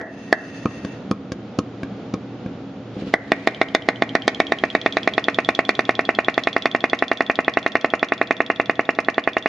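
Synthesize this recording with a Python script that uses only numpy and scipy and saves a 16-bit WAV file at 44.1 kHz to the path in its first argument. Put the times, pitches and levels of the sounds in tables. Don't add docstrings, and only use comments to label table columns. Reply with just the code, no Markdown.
import sys
import numpy as np
from scipy import signal
from scipy.fft import rfft, irfft, next_fast_len
from scipy.io import wavfile
from scipy.ndimage import map_coordinates

SR = 44100
rng = np.random.default_rng(int(sys.argv[2]) if len(sys.argv) > 2 else 0)


def volts_from_db(level):
    exponent = np.asarray(level, float) / 20
    return 10 ** exponent


def wav_record(signal):
    frames = np.transpose(np.atleast_2d(signal))
    bounded = np.clip(frames, -1, 1)
    quanta = np.round(bounded * 32767).astype(np.int16)
    wavfile.write(sys.argv[1], SR, quanta)


N = 418068

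# time in seconds, speed in turns per second.
FLYWHEEL_SPEED = [(3.47, 6.736), (3.65, 7.556), (3.8, 7.156), (4.2, 7.872), (5.05, 9.51), (5.7, 9.953),
                  (5.9, 9.965), (6.55, 10.855), (7.6, 10.994), (8.1, 10.844), (8.5, 10.244), (9.05, 10.292),
                  (9.48, 11.077)]
FIRST_POP_S = 3.4722

# start in seconds, peak in dB, crack in dB, lean of the port modes in dB per 100
# Hz.
HAND_POPS = [
    (0.326, -1, -25.5, -2),
    (3.138, -3, -25.5, -3.05),
    (3.318, -1, -22.5, 0.65),
]
POP_DB, POP_DB_PER_S, POP_SCATTER_DB = -.8, -.65, .7
CRACK_DB, CRACK_DB_PER_S, CRACK_SCATTER_DB = -20.5, -2, 2.5
LEAN, LEAN_SCATTER = 0.14, .03

# pitch in Hz, level in dB, decay t60 in seconds, polarity, left over right in dB.
BODY_MODES = [(250, -11, .018, -1, 0), (396, -21, .036, 1, 1), (486, -19, .042, 1, -2),
              (672, -6, .022, 1, 0), (800, -19, .03, 1, 0), (1003, -23, .021, -1, -9),
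              (1163, -14, .025, 1, 0), (1311, -15, .026, 1, -4), (1460, -17, .033, 1, -5),
              (1730, -18, .03, 1, -7), (1886, -6, .019, -1, -4), (2125, -14, .021, 1, -6),
              (2303, -20, .024, 1, 1), (2498, -30, .038, -1, -6), (2764, -24, .02, -1, 1)]
# time in seconds, port ring in Hz, top of the whistle in Hz, cylinder level in dB.
PORT_OPENING = [(.33, 1867, 2100, -17), (3.14, 2035, 2220, -10), (3.32, 1890, 2590, -7),
                (3.8, 1902, 2453, -7), (4.5, 1860, 2770, -4), (5.5, 1891, 2922, -1), (9.48, 1848, 3000, -1)]
# share of the whistle top, level in dB.
RUSH_TONE = [(.15, -21), (.28, -8), (.4, -6), (.62, 3.5), (.86, 8), (.97, 0.5), (1.1, -39)]
# share of the whistle top, level in dB.
STROKE_TONE = [(.12, -21.5), (.25, -10), (.4, -13), (.6, -6), (.75, 2.5), (.92, 5), (.99, -5),
               (1.08, -32.5)]
# frequency in Hz, level in dB.
CRACK_TONE = [(2500, -37), (3050, -4), (3500, 5), (4500, -4.5), (6500, -17), (8000, -31), (9500, -25),
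              (16000, -41.5)]
# frequency in Hz, level in dB.
SNAP_TONE = [(6000, -30.5), (8000, -8.5), (10000, 0), (13000, -2), (16000, 4)]
SNAP_DB, SNAP_SCATTER_DB = -34, 4
# frequency in Hz, level in dB.
CONTACT_TONE = [(1500, -1.5), (2500, 1), (5000, 3), (7000, -3.5), (8000, -15), (9500, -0.5), (11000, -15),
                (13000, -32.5)]
TABLE_HZ, TABLE_WIDTH_HZ, TABLE_DEPTH = 930, 110, .8

# pitch in Hz, level in dB, decay t60 in seconds.
VALVE_MODES = [(3320, -6, .045), (3390, -5.5, .055), (3460, -5.5, .05), (3560, -4, .02), (3200, -6, .014),
               (4250, -14, .02), (5800, -20, .012), (9050, -20, .012)]
# time in seconds, pitch ratio.
VALVE_TIGHTNESS = [(3.5, 0.91), (4.6, 0.95), (5.2, 1), (9.48, 1.01)]
# time in seconds, level in dB.
SEATING_LEVEL = [(3.55, -31), (3.82, -32.5), (4.2, -25), (4.6, -23.5), (5.15, -19.5), (5.55, -20),
                 (5.8, -26), (6.05, -22.5), (6.5, -21.5), (7.2, -24), (7.65, -28), (7.9, -25.5), (8.2, -30),
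                 (8.5, -27), (8.85, -36), (9.45, -27.5)]
SHUT_S, SHUT_TURN = .0283, .33
SEAT_SCATTER_DB, RASP_DB, RASP_FOLLOWS, RASP_SCATTER_DB = 1.1, -22, .7, 2.5

# start in seconds, thud in dB, cup ring in dB, tick in dB.
PENCIL_TAPS = [
    (0.655, -2.5, -18.5, -33.5),
    (1.111, -4, -18, -22),
    (1.587, -3, -20.5, -22.5),
    (2.138, -8, -22.5, -22),
]
# start in seconds, thud in dB, ring in dB, tick in dB.
FINGER_BUMPS = [
    (2.802, -24, -43, -45),
    (2.966, -15, -37, -45),
    (3.021, -15, -45, -45),
    (3.034, -14.5, -45, -45),
    (3.069, -17, -43, -42),
]
# start in seconds, thud in dB, foot ring in dB, tick in dB.
BURNER_LANDINGS = [
    (0.012, -32.5, -2.5, -10),
    (0.848, -17.5, -14.5, -14.5),
    (1.319, -18, -10.5, -11),
    (1.832, -16, -12, -22.5),
    (2.461, -19, -19, -31.5),
]
# pitch in Hz, level in dB, decay t60 in seconds.
BASE_MODES = [(141, -15.5, 0.088), (213.6, 0.5, 0.033), (279, 5.5, 0.022), (481, -5, 0.042)]
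# pitch in Hz, level in dB, decay t60 in seconds.
CUP_MODES = [(800, -12, .025), (1110, -2, .04), (1240, 0, .045), (2400, -9, .02)]
# pitch in Hz, level in dB, decay t60 in seconds.
FOOT_MODES = [(780, -16, .015), (1130, -7, .03), (1600, 0, .025), (2260, -7, .02)]
LOOSE_DB = 1.5

# time in seconds, level in dB.
RUB_LEVEL = [(0.0, -74), (0.23, -59.5), (0.376, -57), (0.56, -53), (0.704, -55.5), (0.78, -53.5),
             (0.93, -58), (1.05, -74)]
# pitch in Hz, width in Hz, level in dB.
BRASS_PEAKS = [(1790, 360, -1.5), (1868, 60, 3.5), (2673, 84, 7), (3550, 100, -10), (4500, 160, -12),
               (5090, 88, -11), (6270, 280, -10.5), (6500, 73, -17), (7400, 99, -30), (8560, 130, -35),
               (9700, 500, -27.5), (10900, 100, -50)]
# time in seconds, level in dB.
WHIRR_LEVEL = [(3.14, -68), (3.37, -52), (4.02, -58), (4.39, -51), (5.6, -52.5), (6.7, -53), (7.4, -56.5),
               (9.48, -57.5)]
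# time in seconds, level in dB.
SPIN_LEVEL = [(2.9, -75), (2.924, -66), (3.002, -53.5), (3.048, -58.5), (3.088, -49), (3.122, -62),
              (3.14, -38)]
# frequency in Hz, level in dB.
WHIRR_TONE = [(300, -6), (1000, -1.5), (2500, 4.5), (4000, 0.5), (6500, -13), (7600, -11), (9500, -14.5),
              (11000, -25.5), (16000, -63)]

# time in seconds, level in dB.
FLOOR_LEVEL = [(0.0, -63), (0.18, -50), (0.58, -47), (2.93, -47.5), (4.65, -45), (5.86, -47), (7.29, -51.5),
               (7.7, -51), (9, -52), (9.48, -55.5)]
# frequency in Hz, level in dB per Hz.
FLOOR_TONE = [(15, -63.5), (25, -26), (110, -14), (146, -13), (194, -8), (240, -12), (277, -11.5),
              (344, -12.5), (567, -18), (773, -20.5), (1000, -28), (1440, -27.5), (1540, -32), (3380, -36),
              (7430, -52.5), (8300, -84), (9660, -68), (16300, -120)]
# pitch in Hz, width in Hz, rise over the floor in dB.
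APPLIANCE_HUM = [(118, 5, 12), (210, 20, 6), (274, 7, 13), (484, 15, 5)]
# frequency in Hz, left-right likeness.
FLOOR_LIKENESS = [(60, 0.99), (160, 1.0), (400, 0.98), (1040, 0.78), (2700, 0.52), (6980, 0.17)]
# frequency in Hz, t60 in seconds.
ROOM_DECAY = [(200, 1), (700, 0.56), (2000, 0.46), (4000, 0.13), (10000, 0.23)]
# frequency in Hz, left-right likeness.
ROOM_LIKENESS = [(300, .99), (1000, 0.94), (2000, 0.5), (5000, 0.15)]
# frequency in Hz, level in dB.
MIC_TONE = [(7000, -1.5), (7700, -17), (10300, -12.5), (11500, -27.5), (16000, -45)]


def along(points, hz):
    f, value = np.transpose(points)
    return np.interp(np.log(hz + 1), np.log(f + 1), value)


def curve(rows):
    s, db = np.transpose(rows)
    return volts_from_db(np.interp(np.arange(N) / SR, s, db, left=-120, right=-120))


def unit(x):
    return x / np.sqrt(np.mean(x ** 2) + 1e-20)


def filtered(x, response):
    m = next_fast_len(x.shape[-1] + 4096)
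    spectrum = rfft(x, m) * response(np.fft.rfftfreq(m, 1 / SR))
    return irfft(spectrum, m)[..., :x.shape[-1]]


def paired(ab, alike):
    def mid_side(hz):
        angle = np.arccos(np.clip(along(alike, hz), -1, 1)) / 2
        return np.array([np.cos(angle), np.sin(angle)])

    mid, side = filtered(ab, mid_side)
    return np.array([mid + side, mid - side])


def wobble(rate):
    knots = rng.standard_normal(int(N * rate / SR) + 4)
    return map_coordinates(knots, [np.arange(N) * rate / SR])


def swell(t, rise_s):
    return 1 - np.exp(-t / rise_s)


def ring(modes, t, scatter_db):
    total = 0
    for hz, db, t60 in modes:
        level = db + rng.normal(0, scatter_db)
        total = total + volts_from_db(level - 60 * t / t60) * np.sin(2 * np.pi * hz * t)
    return total


def click(t, t60, tone, width=0.36):
    mid, side = rng.standard_normal((2, len(t))) * volts_from_db(-60 * t / t60)
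    both = np.array([mid + width * side, mid - width * side])
    burst = filtered(both, lambda hz: volts_from_db(along(tone, hz)))
    return burst / np.abs(burst).max()


def add(track, s, sound):
    k = max(round(s * SR), 0)
    track[:, k:k + sound.shape[-1]] += sound


def turns():
    t = np.arange(FIRST_POP_S, N / SR + 1, 1 / SR)
    angle = np.cumsum(np.interp(t, *np.transpose(FLYWHEEL_SPEED))) / SR
    s = np.interp(np.arange(int(angle[-1])), angle, t)
    inside = s[:-1] < N / SR
    return s[:-1][inside], np.diff(s)[inside]


def running_pops():
    s, _ = turns()
    age = s - s[0]
    luck = rng.standard_normal((3, len(s)))
    peak_db = POP_DB + POP_DB_PER_S * age + POP_SCATTER_DB * luck[0]
    crack_db = CRACK_DB + CRACK_DB_PER_S * age + CRACK_SCATTER_DB * luck[1]
    return list(zip(s, peak_db, crack_db, LEAN + LEAN_SCATTER * luck[2]))


def struck_body(t, lean, ring_hz, cylinder_db):
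    hz, mode_db, t60, polarity, pan_db = np.transpose(BODY_MODES)[:, :, None]
    late = np.maximum(t - .00039 * (hz > 900), 0)
    port = hz > 1600
    pitch = hz * np.where(port, ring_hz / 1886, 1) * (1 + rng.normal(0, .006, hz.shape))
    level = mode_db + np.where(port, lean * (hz - 1886) / 100, cylinder_db * (hz > 900))
    level = level + rng.normal(0, 0.89, hz.shape)
    modes = polarity * volts_from_db(level - 60 * late / t60) * np.sin(2 * np.pi * pitch * late)
    both = np.array([(modes * volts_from_db(pan_db / 2)).sum(0), (modes * volts_from_db(-pan_db / 2)).sum(0)])
    puff = np.hanning(9) / 4
    return signal.fftconvolve(both, puff[None], axes=1)


def port_whistle(t, top_hz):
    rising_hz = top_hz * (1 - 0.3356 * np.exp(-t / rng.normal(0.00617, 0.0011)))
    tone = np.sin(2 * np.pi * np.cumsum(rising_hz) / SR)
    return tone * swell(t, 0.00087) * volts_from_db(-60 * t / 0.027) * volts_from_db([[-1.5], [1.5]])


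def table_echo(hz):
    band = 1j * hz * TABLE_WIDTH_HZ
    return 1 - TABLE_DEPTH * band / (TABLE_HZ ** 2 - hz * hz + band)


def pops():
    track = np.zeros((2, N + SR))
    t, stroke = np.arange(2600) / SR, np.arange(7500) / SR
    port_s, port_ring, port_top, port_cylinder = np.transpose(PORT_OPENING)
    for s, db, crack_db, lean in [*HAND_POPS, *running_pops()]:
        ring_hz = np.interp(s, port_s, port_ring)
        top_hz = np.interp(s, port_s, port_top)
        cylinder_db = np.interp(s, port_s, port_cylinder)

        scrape = click(t, 0.058, CRACK_TONE)
        add(track, s - .005, volts_from_db(db + crack_db - 7.5) * scrape)
        add(track, s + .0005, volts_from_db(db + 9) * struck_body(t, lean, ring_hz, cylinder_db))
        crack = click(t, 0.017, CRACK_TONE) * swell(t, .0004) * volts_from_db([[-.8], [.8]])
        add(track, s + 0.00081, volts_from_db(db + crack_db + 18) * crack)
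        snap = click(t, .008, SNAP_TONE)
        add(track, s + .0012, volts_from_db(SNAP_DB + rng.normal(0, SNAP_SCATTER_DB)) * snap)

        add(track, s + 0.002003, volts_from_db(db - 2.0 + rng.normal(0, 1.6)) * port_whistle(t, top_hz))
        rush = click(t, 0.046, np.multiply(RUSH_TONE, [top_hz, 1])) * swell(t, 0.0031)
        add(track, s + 0.0039, volts_from_db(db - 2.0) * rush)
        flow = click(stroke, 0.88, np.multiply(STROKE_TONE, [top_hz, 1]), width=0.82)
        add(track, s + 0.0071, volts_from_db(db - 26.5 - .4 * cylinder_db) * flow)

        cam_db = -20.5 + .8 * cylinder_db + rng.normal(0, 0.9)
        add(track, s + .0155 + rng.normal(0, .0007), volts_from_db(cam_db) * click(t, 0.034, CONTACT_TONE))
    return filtered(track[:, :N], table_echo)


def shuttings():
    s, length = turns()
    s = (s + SHUT_S + SHUT_TURN * length)[:-1]
    seat_db = np.interp(s, *np.transpose(SEATING_LEVEL))
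    luck = rng.standard_normal((2, len(s)))
    rasp_db = RASP_DB + RASP_FOLLOWS * seat_db + RASP_SCATTER_DB * luck[1]
    return zip(s, seat_db + SEAT_SCATTER_DB * luck[0], rasp_db)


def ticks():
    track, t = np.zeros((2, N + SR)), np.arange(3500) / SR
    soft = swell(t, .0009)
    for s, db, rasp_db in shuttings():
        tight = np.interp(s, *np.transpose(VALVE_TIGHTNESS)) * (1 + rng.normal(0, .008))
        modes = [(hz * tight, level, t60) for hz, level, t60 in VALVE_MODES]
        chirp = soft * ring(modes, t, scatter_db=0.04) * volts_from_db([[-1.2], [1.2]])
        add(track, s - .0004, volts_from_db(db + 9.5) * chirp)
        add(track, s - .0004, volts_from_db(rasp_db + 25) * soft * click(t, 0.015, CRACK_TONE))
    return track[:, :N]


def touches(events, metal, soft_s):
    track, t = np.zeros((2, N + SR)), np.arange(4000) / SR
    for s, db, ring_db, tick_db in events:
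        thud = ring(BASE_MODES, t, LOOSE_DB) * swell(t, soft_s)
        add(track, s, volts_from_db(db + 2) * thud[None])
        add(track, s + soft_s, -volts_from_db(db + ring_db + 7.5) * ring(metal, t, LOOSE_DB)[None])
        tick = click(t, 0.022, CONTACT_TONE) * swell(t, .0006)
        add(track, s + 0.00039, volts_from_db(db + tick_db + 12.5) * tick)
    return track[:, :N]


def taps():
    soft = touches([*PENCIL_TAPS, *FINGER_BUMPS], CUP_MODES, soft_s=.003)
    hard = touches(BURNER_LANDINGS, FOOT_MODES, soft_s=.0006)
    return soft + hard


def brass_song(hz):
    hiss = volts_from_db(-16.5) * (hz > 1200) / (1 + (hz / 6000) ** 6)
    peaks = sum(volts_from_db(db + 14 * (c > 7000)) / (1 + (2 * (hz - c) / w) ** 2) for c, w, db in BRASS_PEAKS)
    return peaks + hiss


def friction():
    slips = volts_from_db(2 * np.array([wobble(60), wobble(200)]))[:, None]
    slow, fast = rng.standard_normal((2, 2, N)) * slips
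    rub = unit(filtered(paired(slow, ROOM_LIKENESS), brass_song)) * curve(RUB_LEVEL) * volts_from_db(14)
    whirr = unit(filtered(paired(fast, ROOM_LIKENESS), lambda hz: volts_from_db(along(WHIRR_TONE, hz))))
    return rub + whirr * (curve(WHIRR_LEVEL) + curve(SPIN_LEVEL)) * volts_from_db(10 + 0.75 * wobble(14))


def room(x):
    drift, wet = wobble(1.498), 0
    for share in np.cos(drift), np.sin(drift):
        hz, t, z = signal.stft(rng.standard_normal((2, SR // 2)), SR, nperseg=256)
        decay = volts_from_db(-60 * t / along(ROOM_DECAY, hz)[:, None])
        tail = paired(signal.istft(z * decay, SR, nperseg=256)[1], ROOM_LIKENESS)
        tail = tail * (1 + 3.48 * np.exp(-np.arange(tail.shape[1]) / SR / 0.0078))
        tail = np.pad(tail, ((0, 0), (250, 0))) / np.linalg.norm(tail[0])
        send = x.mean(0) * np.resize(share, x.shape[1])
        wet = wet + signal.fftconvolve(send[None], tail, axes=1)
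    return wet


def floor():
    def tone(hz):
        humps = sum(db / (1 + ((hz - c) / w) ** 2) for c, w, db in APPLIANCE_HUM)
        return volts_from_db(along(FLOOR_TONE, hz) + humps)

    noise = filtered(paired(rng.standard_normal((2, N)), FLOOR_LIKENESS), tone)
    return unit(noise) * curve(FLOOR_LEVEL) * volts_from_db(16.5 + 0.86 * wobble(4)) * volts_from_db([[-.3], [.3]])


def scene():
    engine = pops() + ticks() + taps()
    before = round(.36 * SR)
    wet = room(np.concatenate([engine[:, :before], engine], 1))[:, before:before + N]
    return engine + volts_from_db(-10.5) * wet + friction() + floor()


def low_pass(x):
    return signal.sosfilt(signal.butter(12, 20000, fs=SR, output="sos"), x)


def record(dry):
    heard = filtered(dry, lambda hz: volts_from_db(along(MIC_TONE, hz)))
    keep = np.exp(-1 / (SR * .08))
    delayed = np.pad(heard.mean(0) ** 2, (130, 0))[:N]
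    power = signal.lfilter([1 - keep], [1, -keep], delayed)
    ducked = heard * (1 + power / volts_from_db(-49.5)) ** -.3
    lean_bass = signal.lfilter(*signal.butter(2, 75 / SR * 2, "high"), ducked)
    clipped = lean_bass / (1 + np.abs(lean_bass) ** 12) ** (1 / 12)
    return low_pass(clipped)


dry = scene()
out = record(dry)
wav_record(out)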